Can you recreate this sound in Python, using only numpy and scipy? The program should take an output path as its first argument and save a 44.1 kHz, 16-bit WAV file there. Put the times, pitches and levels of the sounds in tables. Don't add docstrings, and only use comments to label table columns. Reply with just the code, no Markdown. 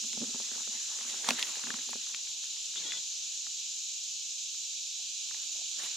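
import sys
import numpy as np
from scipy import signal
from scipy.fft import rfft, irfft, next_fast_len
from scipy.io import wavfile
from scipy.ndimage import uniform_filter1d, map_coordinates

SR = 44100
rng = np.random.default_rng(int(sys.argv[2]) if len(sys.argv) > 2 else 0)


def log_audio(samples):
    frames = np.atleast_2d(samples).T
    limited = np.clip(frames, -1, 1)
    pcm = np.round(limited * 32767).astype(np.int16)
    wavfile.write(sys.argv[1], SR, pcm)


N = 262836

# (time [s], low choir [dB], high choir [dB], pan [dB])
CHOIR_FADERS = [(0, -44.5, -40, -1), (.8, -45.5, -40.5, -0.42), (1.3, -45, -41.5, -.8),
                (2, -45, -42.5, -0.04), (3.2, -45, -41.5, -.5), (4.3, -45.5, -42, -1),
                (5.2, -44.5, -42, -2), (5.96, -44, -41.5, -2.5)]
# (frequency [Hz], relative level [dB])
LOW_CHOIR_EQ = [(1060, -51), (1800, -27), (1950, -73.5), (2100, -24.5), (2380, -9.5), (2780, -5),
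                (3430, -2.5), (3960, 1.5), (4270, 0), (4900, -7), (6370, -25), (10800, -120)]
HIGH_CHOIR_EQ = [(4100, -34), (4600, -10), (5400, -4), (6200, -0.5), (6900, 1), (7300, -3), (7800, -10),
                 (8500, -18.5), (9500, -29.5), (10500, -32.5)]
# (frequency [Hz], left-right likeness [-1..1])
WOODS_LIKENESS = [(60, 1), (130, 0.44), (290, -0.066), (640, -0.4), (1410, 0.063), (3100, 0.637),
                  (6820, 0.54), (15000, 0.42)]
# (time [s], level [dB])
TRILL_FADER = [(0, -55), (1, -47.5), (2, -49), (3, -49.5), (4, -50), (5, -53.5), (5.5, -48), (5.96, -45)]

# (time [s], rustle [dB], crackle [dB])
LITTER_FADERS = [(0, -62.5, -52), (.25, -60.5, -56), (.45, -54, -53.5), (.95, -55.5, -54.5),
                 (1.5, -52.5, -55.5), (1.85, -60.5, -56.5), (2.5, -64.5, -63.5), (3.6, -67, -70),
                 (4.5, -83.5, -74), (5.2, -73, -65), (5.42, -60.5, -56.5), (5.65, -71, -62.5),
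                 (5.78, -66, -62), (5.96, -63, -69)]
# (peak time [s], rustle [dB], crackle [dB], 20 dB fade [s])
SCUFFS = [(1.09, -51.5, -59, 0.2331), (1.245, -52, -57, .06), (1.29, -35.5, -45, 0.0769),
          (1.392, -40, -45.5, .07), (1.436, -39, -51, 0.0045), (1.489, -49, -49, 0.05),
          (1.58, -60, -58, 0.1062), (1.685, -54.5, -64, 0.24), (2.09, -64, -57.5, -0.01),
          (5.8, -50, -54, .04), (5.835, -45, -49, .05), (5.857, -48, -52, .03), (5.915, -57, -69, 0.24)]
# (frequency [Hz], relative level [dB])
RUSTLE_EQ = [(100, -41.5), (200, -2.5), (500, -3.5), (1000, -1), (2000, 1.5), (4000, 2), (7000, -30)]
CRACKLE_EQ = [(3000, -45), (6000, 6), (9000, 2), (12000, -9.5), (14300, -10), (15700, -25), (16200, -34)]
SWISH_EQ = [(130, -28), (300, -5), (700, -6.5), (1600, -1), (3000, 4), (6000, -30.5), (11000, -19.5),
            (15600, -27.5)]
# (time [s], body peak [dB], centre [Hz], treble peak [dB])
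SNAPS = [(.130, -25.5, 3080, -53.5), (1.072, -41, 3800, -45), (1.098, -25, 3740, -56.5),
         (1.287, -18.5, 860, -44), (1.2887, -10, 4870, -38), (1.291, -18.5, 2940, -32.5),
         (1.306, -14.5, 4100, -36), (1.306, -14, 2280, -32.5), (1.308, -27, 820, -50),
         (1.394, -23, 3070, -35), (1.412, -27.5, 4200, -48), (1.4267, -14, 3250, -52),
         (1.432, -28, 3160, -52), (1.452, -42.5, 4000, -41), (1.47, -27.5, 3100, -39),
         (1.515, -50, 3800, -50), (1.524, -48, 3598, -51), (1.557, -28.5, 3000, -44.5),
         (1.569, -28.5, 3600, -49), (1.907, -34, 9000, -62), (2.1, -38, 3800, -50),
         (2.146, -24.5, 2630, -60), (2.272, -34, 2610, -53), (2.920, -23.5, 2305, -56)]
# (centre [Hz], 60 dB decay [s])
SNAP_DECAY = [(800, 0.018), (2500, 0.011), (4500, 0.01)]

# (time [s], peak [dB], centre [Hz])
CLICKS = [(0.038, -50, 907), (0.131, -45, 1100), (.172, -39.5, 577), (.215, -43, 508), (.224, -51, 581),
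          (.233, -39.5, 497), (.242, -46, 690), (.342, -40.5, 608), (.355, -42.5, 595), (0.398, -41.5, 810),
          (.486, -47, 1650), (.513, -43, 700), (.549, -43, 1630), (.558, -46, 600), (.577, -46, 600),
          (.603, -46, 810), (.672, -45, 800), (0.898, -48.5, 1270), (.986, -44, 800), (1.008, -37.5, 1094),
          (1.046, -49, 805), (1.139, -41, 808), (1.242, -33, 1430), (1.386, -31, 1440), (1.552, -38, 1900),
          (1.568, -43, 650), (1.59, -45.5, 1320), (1.636, -33.5, 1590), (1.668, -32, 1790),
          (1.702, -26, 1700), (1.739, -30, 1740), (1.787, -40, 1770), (1.888, -42.5, 644),
          (1.929, -33, 1470), (1.953, -42, 676), (2.066, -47, 1303), (2.096, -46.5, 1260),
          (2.139, -40.5, 1870), (2.186, -51, 1350), (2.274, -58.5, 1810), (2.437, -41, 2000),
          (2.565, -49, 1626), (2.736, -48, 1670), (2.756, -40.5, 1850), (2.906, -40.5, 2200),
          (2.933, -38.5, 1500), (3.465, -41, 1000), (4.543, -56, 1280), (4.733, -59, 1640),
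          (5.309, -39, 1250), (5.344, -41.5, 1680), (5.369, -56, 1110), (5.492, -59.5, 600)]
# (centre [Hz], pan [dB])
CLICK_PAN = [(600, 8.5), (1700, 2.5)]
# (frequency [Hz], width [Hz], gain [dB])
SHELL_MODES = [(394, 22.6, -3.5), (608, 90, -3), (860, 143, -11.5), (1187, 215, -0.5), (1778, 250, -11)]
# (start [s], length [s], hum [dB])
SQUEEZES = [(0.016, 0.072, -51.5), (0.072, 0.0605, -61), (0.127, 0.047, -52), (0.194, 0.0691, -37.5),
            (0.246, 0.092, -50.5), (.33, 0.16, -60.5), (0.515, .12, -60.5), (0.658, 0.058, -58),
            (.735, 0.045, -58), (0.998, 0.13, -62), (1.109, 0.094, -58), (1.23, 0.068, -61),
            (1.309, .07, -47.5), (1.627, 0.12, -48), (1.72, 0.11, -54), (1.863, 0.08, -54),
            (1.938, 0.072, -63), (2.06, 0.153, -72.5)]
# (time [s], level [dB])
BUMPS = [(.027, -49), (.046, -56), (.174, -35), (.209, -35), (0.344, -35.5), (0.399, -45.5), (0.515, -47),
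         (0.606, -53), (0.676, -57), (1.013, -54), (1.141, -54), (1.244, -57), (1.286, -30), (1.309, -30),
         (1.639, -40), (1.669, -61), (1.701, -37), (1.739, -38.5), (1.897, -50.5), (1.952, -41),
         (3.468, -62.5)]

# (time [s], gear rate [Hz], whine [dB])
MOTOR_RUN = [(2.752, 491, -50), (2.764, 493.6, -41), (2.777, 490, -39), (2.8, 590, -49.5),
             (2.83, 539, -51.5), (2.858, 468, -48), (2.92, 494.3, -46.5), (2.96, 496, -46.5),
             (2.977, 498, -39.5), (2.995, 492, -60)]
# (multiple of gear rate, relative level [dB])
WHINE_HARMONICS = [(7, 2.5), (8, -5)]
GEAR_HARMONICS = [(2, -26), (3, -16), (4, -11.5), (5, -9), (6, -14)]
# (frequency [Hz], relative level [dB])
SCRAPE_EQ = [(90, -22), (125, -11.5), (160, 1), (200, -3), (400, -6), (1500, -9), (3500, -1), (5000, -25.5)]

# (time [s], pitch [Hz], level [dB], length [s])
PIPS = [(4.982, 745, -69, 0.047), (5.55, 670, -60.5, .018), (5.583, 675, -58, 0.017),
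        (5.608, 686, -61.5, 0.025)]
# (frequency [Hz], relative level [dB])
AIR_EQ = [(30, -25.5), (70, 1), (110, -1.5), (300, -1), (800, -1.5), (1500, -5.5), (2100, -4.5), (9000, 0),
          (12600, 1.5), (13800, -6.5), (14450, -4.5), (14650, -50)]


def cicadas(low_trim_db=1.2, high_trim_db=2.5, low_pan_db=-0.75):
    low_db, high_db, pan = curves(CHOIR_FADERS)
    low = amp(low_db + low_trim_db + 0.17 * wobble(4.1)) * swarm(LOW_CHOIR_EQ, 1.5, 0.78)
    high = amp(high_db + high_trim_db + 0.1 * wobble(4.2)) * swarm(HIGH_CHOIR_EQ, 1.5, 0.57)
    return placed(low, pan + low_pan_db) + placed(high, pan)


def cricket(strokes_per_s=40.5, first_s=.0065, stroke_s=0.016, wing_hz=7190, sag_hz=170):
    t = np.arange(round(stroke_s * SR)) / SR
    tone, octave = np.zeros(N), np.zeros(N)
    for k in range(int(N / SR * strokes_per_s)):
        late_s, detune_hz, accent_db, start_phase = rng.standard_normal(4) * [.0006, 15.0, 2.6, 8.6]
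        phase = start_phase + 2 * np.pi * ((wing_hz + detune_hz) * t - sag_hz * t * t / (2 * stroke_s))
        envelope = amp(accent_db) * np.sin(np.pi * t / stroke_s) ** 2.34
        start = max(first_s + k / strokes_per_s + late_s, 0)
        add(tone, start, envelope * np.sin(phase))
        add(octave, start, envelope ** 1.4 * np.sin(2 * phase))
    direct = amp(curves(TRILL_FADER)[0]) * unit(tone) + amp(-80.5) * unit(octave)
    trunks = rng.standard_normal((2, SR // 5)) * amp(-60 * np.arange(SR // 5) / SR / .15)
    echo = signal.fftconvolve(direct[None], trunks / np.linalg.norm(trunks[0]), axes=1)[:, :N]
    pan = curves(CHOIR_FADERS)[-1] + .3
    return placed(direct + amp(-16) * echo, pan)


def dry_leaves(rise_share=0.54):
    rustle_gain, crackle_gain = amp(curves(LITTER_FADERS))
    for s, rustle_db, crackle_db, fade_s in SCUFFS:
        rustle_gain += swell(s, rustle_db, rise_share * fade_s, fade_s)
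        crackle_gain += swell(s, crackle_db, rise_share * fade_s, fade_s)
    clumps = wobble(30)
    rustle = amp(0.28 * clumps + 0.32 * wobble(90)) * swarm(RUSTLE_EQ, 1.67, 3.0, [(300, 0.475)])
    crackle = amp(1.1 * clumps + 1.4 * wobble(90)) * swarm(CRACKLE_EQ, 1.54, 1.93, [(9000, 0.43)])
    return rustle_gain * unit(rustle) + crackle_gain * unit(crackle)


def twigs():
    out = np.zeros((2, N))
    for s, db, hz, treble_db in SNAPS:
        t60 = along(SNAP_DECAY, hz)
        body = burst(t60, lambda f: mode(f, hz, min(1.1 * hz, 4500)) ** 3, likeness=.75, rise_s=0.00039)
        splinter = burst(2 * t60, lambda f: mode(f, 11500, 6700) ** 3, likeness=0.49, rise_s=0.0014)
        add(out, s, amp(db) * body + amp(treble_db) * splinter)
    return out


def shell_clicks(t60=0.0115):
    def colour(f, hz):
        fingertip = mode(f, hz, 1.57 * hz) ** 2 / (1 + 1j * f / (3.4 * hz)) ** 2
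        ring = sum((-1) ** k * amp(db) * mode(f, mode_hz, width)
                   for k, (mode_hz, width, db) in enumerate(SHELL_MODES))
        return fingertip * (0.412 + ring)

    out = np.zeros((2, N))
    for s, db, hz in CLICKS:
        click = burst(t60, lambda f: colour(f, hz), likeness=0.39, rise_s=0.002178)
        add(out, s, amp(db) * placed(click, along(CLICK_PAN, hz)))
    return out


def grip(hum_hz=228, bump_t60=0.074):
    pressure, t = np.zeros(N), np.arange(SR // 4) / SR
    for s, length, db in SQUEEZES:
        add(pressure, s, amp(db) * np.hanning(round(length * SR)) ** 0.714)
    flutter = amp(1.6 * wobble(39.3))
    hum = pressure * flutter * np.sin(2 * np.pi * np.cumsum(hum_hz + 14 * wobble(45)) / SR)
    for s, db in BUMPS:
        low_envelope = amp(db - 60 * t / bump_t60) * (1 - np.exp(-t / 0.0014)) ** 2
        high_envelope = amp(db - 8 - 150 * t / bump_t60) * (1 - np.exp(-t / 0.00079))
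        add(hum, s, low_envelope * np.sin(2 * np.pi * rng.normal(234, 7.0) * t))
        add(hum, s, high_envelope * np.sin(2 * np.pi * rng.normal(409, 20) * t))
    friction = rng.standard_normal(N) + .4 * rng.standard_normal((2, N))
    creak = unit(filtered(friction, lambda f: mode(f, 246, 262) ** 2))
    return placed(hum, -3.5) + 0.5 * pressure * creak


def lens_motor(running_roughness=0.12, settle_s=.034, brake_s=0.027):
    hz, whine_db = curves(MOTOR_RUN)
    t = np.arange(N) / SR
    since, until = t - MOTOR_RUN[0][0], MOTOR_RUN[-1][0] - t
    gate = np.clip(np.minimum(since, until) / 0.003, 0, 1)
    judder = np.exp(-(since / settle_s) ** 2) + np.exp(-(until / brake_s) ** 2)
    rough = np.clip(running_roughness + judder, 0, 1)
    phase = 2 * np.pi * np.cumsum(hz * (1 + 0.00168 * wobble(150))) / SR

    def harmonics(table):
        return sum(amp(db + 2.7 * wobble(120)) * np.sin(k * phase) for k, db in table)

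    loose_teeth = amp(1.8 * wobble(250)) * rng.standard_normal(N)
    chatter = unit(filtered(loose_teeth, lambda f: mode(f, 3470, 600) ** 2))
    scrape = amp(-52 - 12 * np.abs(since)) * swarm(SCRAPE_EQ, 1.5, 3.2, [(300, 0.39)])
    whine = np.sqrt(2 - 2 * rough) * harmonics(WHINE_HARMONICS) + np.sqrt(rough) * chatter
    gears = amp(-47) * np.sqrt(1 - rough) * harmonics(GEAR_HARMONICS)
    return gate * placed(amp(whine_db) * whine + gears + scrape, 5.6)


def green_leaves():
    swish = unit(amp(2.7 * wobble(70)) * swarm(SWISH_EQ, 2.1, 2.5, [(1000, 0.8)]))
    return swell(s=5.838, db=-43, rise_s=.06, fade_s=.05) * swish


def pips(width_hz=210):
    out = np.zeros((2, N))
    for s, hz, db, length in PIPS:
        noise = rng.standard_normal((2, round(length * SR)))
        fuzz = filtered(noise, lambda f: mode(f, hz, width_hz) ** 2)
        add(out, s, amp(db) * unit(fuzz) * np.hanning(fuzz.shape[1]) ** 0.16)
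    return out


def air():
    return amp(-62.5) * swarm(AIR_EQ, spiky_db=0.74, patchy_db=1.0)


def swarm(eq, spiky_db, patchy_db, likeness=WOODS_LIKENESS):
    pulses = rng.standard_normal((2, N)) * amp(spiky_db * rng.exponential(size=N))
    spectra = signal.stft(pulses, nperseg=512)[2]
    patches = uniform_filter1d(rng.standard_normal(spectra.shape[1:]), size=6, axis=0)
    patches = uniform_filter1d(patches, size=10, axis=1)
    pair = signal.istft(spectra * amp(patchy_db * unit(patches)), nperseg=512)[1][:, :N]
    closed_eq = [(1, -120), *eq, (eq[-1][0] * 1.05, -120)]

    def colour(hz):
        spread = np.arccos(np.clip(along(likeness, hz), -1, 1)) / 2
        return amp(along(closed_eq, hz)) * [np.cos(spread), np.sin(spread)]

    mid, side = filtered(pair, colour)
    return unit(np.array([mid + side, mid - side]))


def burst(t60, response, likeness, rise_s):
    t = np.arange(2048) / SR - rise_s
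    envelope = amp(np.where(t < 0, 20 * t / rise_s, -60 * t / t60)) / np.sqrt(t60 * SR / 14)
    fuzz = rng.standard_normal((2, len(t))) * envelope
    spike = [[1.1], [0]] * (np.abs(t) == np.abs(t).min())
    mid, side = filtered(fuzz + spike, response)
    side *= 1 - likeness
    return np.array([mid + side, mid - side]) / np.abs(mid).max()


def swell(s, db, rise_s, fade_s):
    late = np.arange(N) / SR - s
    return amp(db - 20 * np.maximum(late / fade_s, -late / rise_s))


def wobble(rate):
    return map_coordinates(rng.standard_normal(int(N * rate / SR) + 4), [np.arange(N) * rate / SR])


def curves(rows):
    times, *columns = np.transpose(rows)
    return [np.interp(np.arange(N) / SR, times, column) for column in columns]


def along(points, hz):
    f, values = np.transpose(points)
    return np.interp(np.log(hz + 1), np.log(f + 1), values)


def filtered(x, response):
    size = next_fast_len(x.shape[-1] + SR // 4)
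    return irfft(rfft(x, size) * response(np.fft.rfftfreq(size, 1 / SR)), size)[..., :x.shape[-1]]


def mode(f, hz, width):
    return 1j * f * width / (hz * hz - f * f + 1j * f * width)


def placed(x, pan_db):
    return x * amp([pan_db / 2, -pan_db / 2]).reshape(2, -1)


def add(bus, s, x):
    part = bus[..., round(s * SR):][..., :x.shape[-1]]
    part += x[..., :part.shape[-1]]


def amp(db):
    return 10 ** (np.asarray(db) / 20)


def unit(x):
    return x / np.sqrt(np.mean(x ** 2) + 1e-20)


def scene():
    woods = air() + cicadas() + cricket()
    foliage = dry_leaves() + twigs() + green_leaves()
    handling = shell_clicks() + grip() + lens_motor()
    return woods + foliage + handling + pips()


def record(dry):
    return filtered(dry, lambda hz: (hz < 16400) * (1j * hz / (60 + 1j * hz)) ** 3)


dry = scene()
out = record(dry)
log_audio(out)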